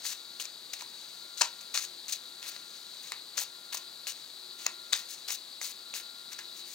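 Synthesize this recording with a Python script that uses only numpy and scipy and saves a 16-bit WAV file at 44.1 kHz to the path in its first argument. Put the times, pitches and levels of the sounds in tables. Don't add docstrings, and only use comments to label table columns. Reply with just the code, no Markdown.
import sys
import numpy as np
from scipy import signal
from scipy.fft import rfft, irfft
from scipy.io import wavfile
from scipy.ndimage import uniform_filter1d

SR = 44100
rng = np.random.default_rng(int(sys.argv[2]) if len(sys.argv) > 2 else 0)


def invert_db(level):
    return 10 ** (np.asarray(level, dtype=float) / 20)


def put_to_file(sound):
    columns = np.atleast_2d(sound).T
    safe = np.clip(columns, -1, 1)
    whole_steps = np.round(safe * 32767)
    wavfile.write(sys.argv[1], SR, whole_steps.astype(np.int16))


N = 297583

# start_s, length_ms, start_gain_db, end_gain_db, body_gain_db (below 3 kHz)
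PACKET_SLIDES = [(0.033, 100, -42.5, -41, -9.5), (0.395, 31.4, -37.5, -42, -10), (0.437, 25, -46, -58, -2),
                 (0.731, 9.2, -32, -38.5, -15), (0.785, 56, -49, -60.5, 0.5), (1.368, 41, -47, -43, -13),
                 (1.408, 8.8, -30, -28, -11.5), (1.739, 61, -31.5, -39, -9.5), (1.801, 52, -46.5, -46, -9),
                 (2.079, 39, -40.5, -44.5, -10.5), (2.121, 54, -32, -58.5, -17),
                 (2.415, 56, -51, -48.5, -2), (2.47, 30, -42.5, -45, -12), (3.02, 99, -51.5, -56, -5),
                 (3.35, 19, -52, -56, 3), (3.369, 69, -34.5, -41.5, -10), (3.721, 12.6, -43, -37.5, -3),
                 (3.742, 16.6, -33.5, -48.5, -11), (3.769, 9.9, -35, -46, -24), (4.066, 58, -38, -48, -6.5),
                 (4.576, 84, -52.5, -51, -4), (4.661, 8.4, -28, -37, -5.5), (4.922, 20, -36, -47, 7),
                 (5.08, 69, -49, -47, -20), (5.276, 36, -39.5, -42.5, -6.5), (5.312, 49, -36, -46, -22),
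                 (5.611, 37, -39, -46.5, -12), (5.641, 80, -41.5, -50, -11.5),
                 (5.938, 75, -39.5, -47.5, -8), (6.311, 25, -47, -46.5, -2), (6.551, 68, -51.5, -57, -8),
                 (6.651, 110, -54, -53, -11)]
# start_s, start_gain_db, fall_db_per_s, body_gain_db
PACKET_SETTLES = [(1.423, -49, 280, 4), (1.606, -46.5, 400, -11), (2.511, -54, 103, 1),
                  (3.117, -60.5, 260, 16.5), (4.669, -73, 170, -10), (4.941, -39.5, 228, -2.5),
                  (4.983, -50, 360, -17), (6.383, -47.5, 440, 1.5)]
# start_s, crack_gain_db, pocket_hz, pocket_gain_db (on the crack gain), crack_hz
EDGE_SNAPS = [(0.0519, -31.5, 1980, -1, 6000), (0.3992, -31.5, 2900, 3.5, 3100),
              (0.454, -26.5, 2410, -12.5, 6150), (0.735, -32.5, 2480, 0, 4590),
              (0.8092, -30.5, 2340, -3.5, 4320), (0.8213, -30, 1000, -10, 6610),
              (1.3744, -31, 2900, -23, 6450), (1.411, -15, 1630, -6.5, 4100),
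              (1.4144, -15.5, 1650, -18, 6150), (1.416, -11, 965, -10.5, 6660),
              (1.417, -19, 2500, -10, 14000), (1.419, -10.5, 2500, -14, 5300), (1.4298, -32, 965, -4, 8090),
              (1.744, -30, 2500, -20, 14500), (1.7444, -29, 2480, -25, 4500),
              (1.7521, -21, 2560, -2.5, 4400), (1.7746, -14.5, 2240, -11.5, 4340),
              (1.7914, -38, 2270, -18, 6140), (2.082, -31, 2500, -16, 6150),
              (2.131, -30.5, 2830, -16, 4170), (2.4275, -29, 2690, -13, 3270),
              (2.563, -33, 2000, -4.5, 3980), (3.12, -24, 2130, -3.5, 1110), (3.374, -37, 2550, -25, 4630),
              (3.3787, -19, 1340, -17.5, 6090), (3.3814, -27, 505, -13.5, 6800),
              (3.389, -21, 2450, -17, 5700), (3.4173, -28.5, 860, -11, 3730), (3.727, -33.5, 2930, 2, 4460),
              (3.7465, -28.5, 1070, -6.5, 4840), (3.7708, -31, 2290, -7, 4490),
              (4.0697, -25.5, 2620, -4, 5360), (4.084, -32.5, 2980, -0.5, 4100),
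              (4.662, -28, 1140, -13, 4440), (4.6647, -17, 2460, -9, 13900),
              (4.665, -16.5, 1160, -12.5, 6300), (4.9273, -19, 2350, -22, 6200),
              (4.9312, -10.5, 2250, -17, 4120), (4.933, -23, 1930, -11.5, 3950),
              (4.9382, -16.5, 2400, -20, 3760), (4.985, -33, 2750, -13, 3900),
              (5.284, -24.5, 2730, -15, 4530), (5.305, -21.5, 2120, -9, 6080), (5.6146, -28, 2100, 0, 5800),
              (5.6284, -29, 2990, -22, 6420), (5.939, -29, 2650, 1.5, 6490), (6.3305, -32, 2650, -17, 6690),
              (6.3896, -31.5, 1790, -4.5, 4960)]
# frequency_hz, density_db (per Hz)
CARD_COLOUR = [(120, -64), (200, -34), (630, -17.5), (1250, -11.5), (2280, -5.5), (3220, -5.5), (4240, 1.5),
               (5280, -3.5), (6350, 1.5), (7600, -5), (10000, -12), (11800, -22.5), (14000, -13.5),
               (15800, -14.5)]
# pitch_hz, relative_db, t60_s
DECK_MODES = [(965, 4, 0.083), (1218, -1, 0.051), (1364, 5.5, 0.045), (1650, -1.5, 0.035),
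              (2400, -8, 0.022)]
# time_s, gain_db
FINGER_RUSTLE = [(0, -54.5), (0.25, -65), (0.7, -73), (1, -58), (1.3, -64.5), (2.3, -66), (2.65, -65.5),
                 (2.75, -57), (2.85, -63.5), (2.95, -59), (3.27, -73), (3.98, -83), (4.2, -60), (4.4, -71),
                 (4.8, -82), (4.9, -62), (5.23, -62), (5.45, -84), (6.2, -73), (6.48, -66)]
# pitch_hz, width_hz, relative_db
DRONE_RESONANCES = [(3600, 920, -12), (3990, 560, 0), (4570, 520, -1.5)]
# top_s, relative_db
WHINE_SWELLS = [(0.2, -3), (1.45, 1), (2.55, 0), (3.7, 0.5), (4.8, 0.5), (6.15, 1)]
# pitch_hz, middle_level_db
HUM_TONES = [(354, -74.5), (376, -77.5)]
# frequency_hz, density_db (per Hz)
ROOM_COLOUR = [(40, -47), (75, -43), (110, -28), (160, -17), (300, -15.5), (355, -13.5), (460, -16),
               (1400, -15.5), (2900, -21), (7600, -16), (11000, -22), (15800, -23)]
# frequency_hz, left_minus_right_db
WIDENER_LEVEL = [(60, -1), (92, -4), (140, -0.5), (210, -5.0), (330, -7), (500, -13.5), (770, -8),
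                 (1170, -6), (1790, -0.5), (2740, 2.5), (4190, 8.5), (6410, 10.5), (9810, 9.5), (15000, 4)]
# frequency_hz, left_lead_rad
WIDENER_PHASE = [(0, -0.22), (340, -0.51), (600, 0.66), (1210, 1.22), (2840, 1.35), (5080, 0.7),
                 (6890, 0.88), (8790, 0.69), (16400, 0.0)]

BODY_TOP_HZ, EDGE_FROM_HZ = 3000, 10000
TICKS_PER_S, TICK_GAIN_DB = 230, -7.5
COLOUR_WAVER_DB = 2
BODY_FALL_DB_PER_S = 58
GRIP_MS, SOFT_MS_PER_DB = 3.6, 0.43
HARD_DB, EDGE_LOSS_DB_PER_DB = -32.5, 6
EDGE_GAIN_DB, SETTLE_EDGE_GAIN_DB = -6, -9
LEAVE_MS, TRAIL_DB, TRAIL_MS = 0.87, -9.5, 28.6
CRACK_RISE_MS, CRACK_FALL_MS = 0.57, 0.95
MODE_FALL_DB_PER_OCTAVE = 15.5
TAIL_DB, TAIL_T60_S = -15, 0.25
PUFF_GAIN_DB, PUFF_FROM_HZ, PUFF_TOP_HZ = -66, 27, 82
DRONE_GAIN_DB, DRONE_TOP_HZ = -48, 5040
WHINE_HZ, WHINE_RISE_HZ = 1384, 12
WHINE_GAIN_DB, SWELL_HALF_S = -62.5, 0.55
ROOM_GAIN_DB = -55
TREBLE_END_HZ = 15830


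def rms_one(x):
    return x / np.sqrt(np.mean(x ** 2) + 1e-20)


def coloured(x, spectrum):
    hz, db = np.transpose(spectrum)
    bins = np.fft.rfftfreq(N, 1 / SR) + 1
    weight = invert_db(np.interp(np.log(bins), np.log(hz), db))
    return irfft(rfft(x) * weight, N)


def band(x, low_hz, high_hz):
    return signal.sosfilt(signal.butter(2, [low_hz, high_hz], "band", fs=SR, output="sos"), x)


def drift(rate_hz):
    r = np.exp(-2 * np.pi * rate_hz / SR)
    wander = signal.lfilter([1], [1, -2 * r, r * r], rng.standard_normal(N + SR))
    return rms_one(wander[SR:])


def ring(x, hz, t60_s):
    r, w = invert_db(-60 / (t60_s * SR)), 2 * np.pi * hz / SR
    return signal.lfilter([0, np.sin(w)], [1, -2 * r * np.cos(w), r * r], x + 1e-18)


def grains(per_s, spread_db):
    sizes = invert_db(spread_db * np.minimum(rng.exponential(1, N), 5)) * rng.choice([-1, 1], N)
    return rms_one(sizes * (rng.random(N) < per_s / SR))


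def friction(per_s, spread_db, stick_db):
    flutter = invert_db(stick_db * drift(164))
    rub = coloured(grains(per_s, spread_db) * flutter, CARD_COLOUR)
    body = signal.sosfiltfilt(signal.butter(2, BODY_TOP_HZ, "low", fs=SR, output="sos"), rub)
    edge = signal.sosfiltfilt(signal.butter(4, EDGE_FROM_HZ, "high", fs=SR, output="sos"), rub)
    hiss = rub - body - edge
    return rms_one(body), invert_db(1.0) * rms_one(hiss), invert_db(4.5) * rms_one(edge)


def slides():
    layers = friction(9000, spread_db=2.5, stick_db=-0.5)
    ticks = invert_db(TICK_GAIN_DB) * rms_one(coloured(grains(TICKS_PER_S, spread_db=0.5), CARD_COLOUR))
    body, hiss, edge = (invert_db(COLOUR_WAVER_DB * drift(37)) * layer for layer in layers)
    out = np.zeros(N + SR)
    t = np.arange(SR // 4) / SR

    def add(start_s, level, body_db, edge_db, grip_ms, ticking):
        start = round(start_s * SR)
        part = slice(start, start + len(t))
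        thinning = invert_db(body_db - BODY_FALL_DB_PER_S * t)[:len(body[part])]
        rub = hiss[part] + thinning * body[part] + invert_db(edge_db) * edge[part] + ticking * ticks[part]
        grip = 1 - np.exp(-1000 * t / grip_ms)
        out[part][:len(rub)] += (grip * level)[:len(rub)] * rub

    for start_s, length_ms, start_db, end_db, body_db in PACKET_SLIDES:
        after_ms = np.maximum(1000 * t - length_ms, 0)
        trail = invert_db(TRAIL_DB) * np.exp(-after_ms / TRAIL_MS)
        leave = np.maximum(np.exp(-after_ms / LEAVE_MS), trail)
        glide = invert_db(np.interp(t, [0, length_ms / 1000], [start_db, end_db]))
        edge_loss_db = EDGE_LOSS_DB_PER_DB * max(max(start_db, end_db) - HARD_DB, 0)
        grip_ms = GRIP_MS + SOFT_MS_PER_DB * max(HARD_DB - start_db, 0)
        add(start_s, glide * leave, body_db, EDGE_GAIN_DB - edge_loss_db, grip_ms, ticking=1)
    for start_s, start_db, fall_db_per_s, body_db in PACKET_SETTLES:
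        level = invert_db(start_db - fall_db_per_s * t)
        add(start_s, level, body_db, SETTLE_EDGE_GAIN_DB, GRIP_MS, ticking=0)
    return out[:N]


def snaps():
    noise = rms_one(coloured(rng.standard_normal(N), CARD_COLOUR))
    mode_chances_db = rng.normal(0, 1.0, (len(EDGE_SNAPS), len(DECK_MODES)))
    out = np.zeros(N)
    t = np.arange(SR // 4) / SR
    push = t == 0
    envelope = (1 - np.exp(-1000 * t / CRACK_RISE_MS)) * np.exp(-1000 * t / CRACK_FALL_MS)
    for (start_s, crack_db, pocket_hz, pocket_db, crack_hz), chances_db in zip(EDGE_SNAPS, mode_chances_db):
        start = round(start_s * SR)
        burst = envelope * np.roll(noise, -start)[:len(t)]
        crack = band(burst, crack_hz / 1.25, crack_hz * 1.25) + 0.6 * band(burst, 700, 16000)
        ringing = ring(push, pocket_hz, 17.0 / pocket_hz)
        for (mode_hz, mode_db, t60_s), chance_db in zip(DECK_MODES, chances_db):
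            distance_db = MODE_FALL_DB_PER_OCTAVE * abs(np.log2(mode_hz / pocket_hz))
            ringing = ringing + invert_db(mode_db + chance_db - 15 - distance_db) * ring(push, mode_hz, t60_s)
        hit = invert_db(crack_db) * (crack / np.abs(crack).max() + invert_db(pocket_db) * ringing)
        out[start:start + len(t)] += hit[:N - start]
    return band(band(out, 400, 18000), 300, 18000)


def table_and_walls(x):
    t = np.arange(SR // 3) / SR
    tail = rng.standard_normal(len(t)) * invert_db(-60 * t / TAIL_T60_S) * (t > 0.004)
    tail = band(tail, 380, 4150)
    tail = tail / np.sqrt(np.sum(tail ** 2))
    return invert_db(TAIL_DB) * signal.fftconvolve(x, tail)[:N]


def rustle():
    body, hiss, edge = friction(14000, spread_db=-1.5, stick_db=2.0)
    gain_db = np.interp(np.arange(N) / SR, *np.transpose(FINGER_RUSTLE))
    return invert_db(gain_db) * (hiss + invert_db(-8.5) * body + invert_db(-12) * edge)


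def puffs(cards):
    loudness = np.abs(uniform_filter1d(np.abs(cards), size=SR // 40)) ** 0.5
    air = rms_one(band(rng.standard_normal(N), PUFF_FROM_HZ, PUFF_TOP_HZ))
    return invert_db(PUFF_GAIN_DB) * band(loudness * air, PUFF_FROM_HZ, PUFF_TOP_HZ)


def drone():
    flutter = invert_db(0.4 * drift(3) + 0.6 * drift(25))
    out = np.zeros(N)
    for hz, width_hz, db in DRONE_RESONANCES:
        clicks = grains(5000, spread_db=2.8) * flutter
        r = np.exp(-np.pi * width_hz / SR)
        zeros = [(1 - r * r) / 2, 0, (r * r - 1) / 2]
        poles = [1, -2 * r * np.cos(2 * np.pi * hz / SR), r * r]
        once = signal.lfilter(zeros, poles, clicks)
        out += invert_db(db) * signal.lfilter(zeros, poles, once)
    low_pass = signal.butter(4, DRONE_TOP_HZ, "low", fs=SR, output="sos")
    return signal.sosfilt(low_pass, invert_db(DRONE_GAIN_DB) * rms_one(out))


def whine():
    t = np.arange(N) / SR
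    shapes = [np.cos(np.pi / 2 * np.clip((t - top_s) / SWELL_HALF_S, -1, 1)) for top_s, _ in WHINE_SWELLS]
    level = sum(invert_db(db) * shape for shape, (_, db) in zip(shapes, WHINE_SWELLS))
    pitch_hz = WHINE_HZ + WHINE_RISE_HZ * np.max(shapes, axis=0)
    phase = 2 * np.pi * np.cumsum(pitch_hz) / SR + 0.098 * drift(3.5)
    return invert_db(WHINE_GAIN_DB) * level * np.sin(phase)


def hum():
    t = np.arange(N) / SR
    out = np.zeros(N)
    for hz, db in HUM_TONES:
        level = invert_db(db + 4.4 * drift(2.5))
        out += level * np.sin(2 * np.pi * hz * t + 0.55 * drift(3.0))
    return out


def room_noise():
    return invert_db(ROOM_GAIN_DB) * rms_one(coloured(rng.standard_normal(N), ROOM_COLOUR))


def scene():
    cards = slides() + snaps()
    near = cards + table_and_walls(cards) + rustle() + puffs(cards)
    background = drone() + whine() + hum() + room_noise()
    one = near + background
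    return np.array([one, one])


def top_cut(x):
    return signal.sosfilt(signal.butter(12, 16820, fs=SR, output="sos"), x)


def record(dry):
    bins = np.fft.rfftfreq(N, 1 / SR)
    hz, left_minus_right_db = np.transpose(WIDENER_LEVEL)
    level_db = np.interp(np.log(bins + 1), np.log(hz), left_minus_right_db)
    lead_rad = np.interp(bins, *np.transpose(WIDENER_PHASE))
    ratio = invert_db(level_db) * np.exp(1j * lead_rad)
    shares = np.array([2 * ratio / (1 + ratio), 2 / (1 + ratio)])
    wide = irfft(rfft(dry) * (bins < TREBLE_END_HZ) * shares, N)
    return top_cut(wide)


dry = scene()
out = record(dry)
put_to_file(out)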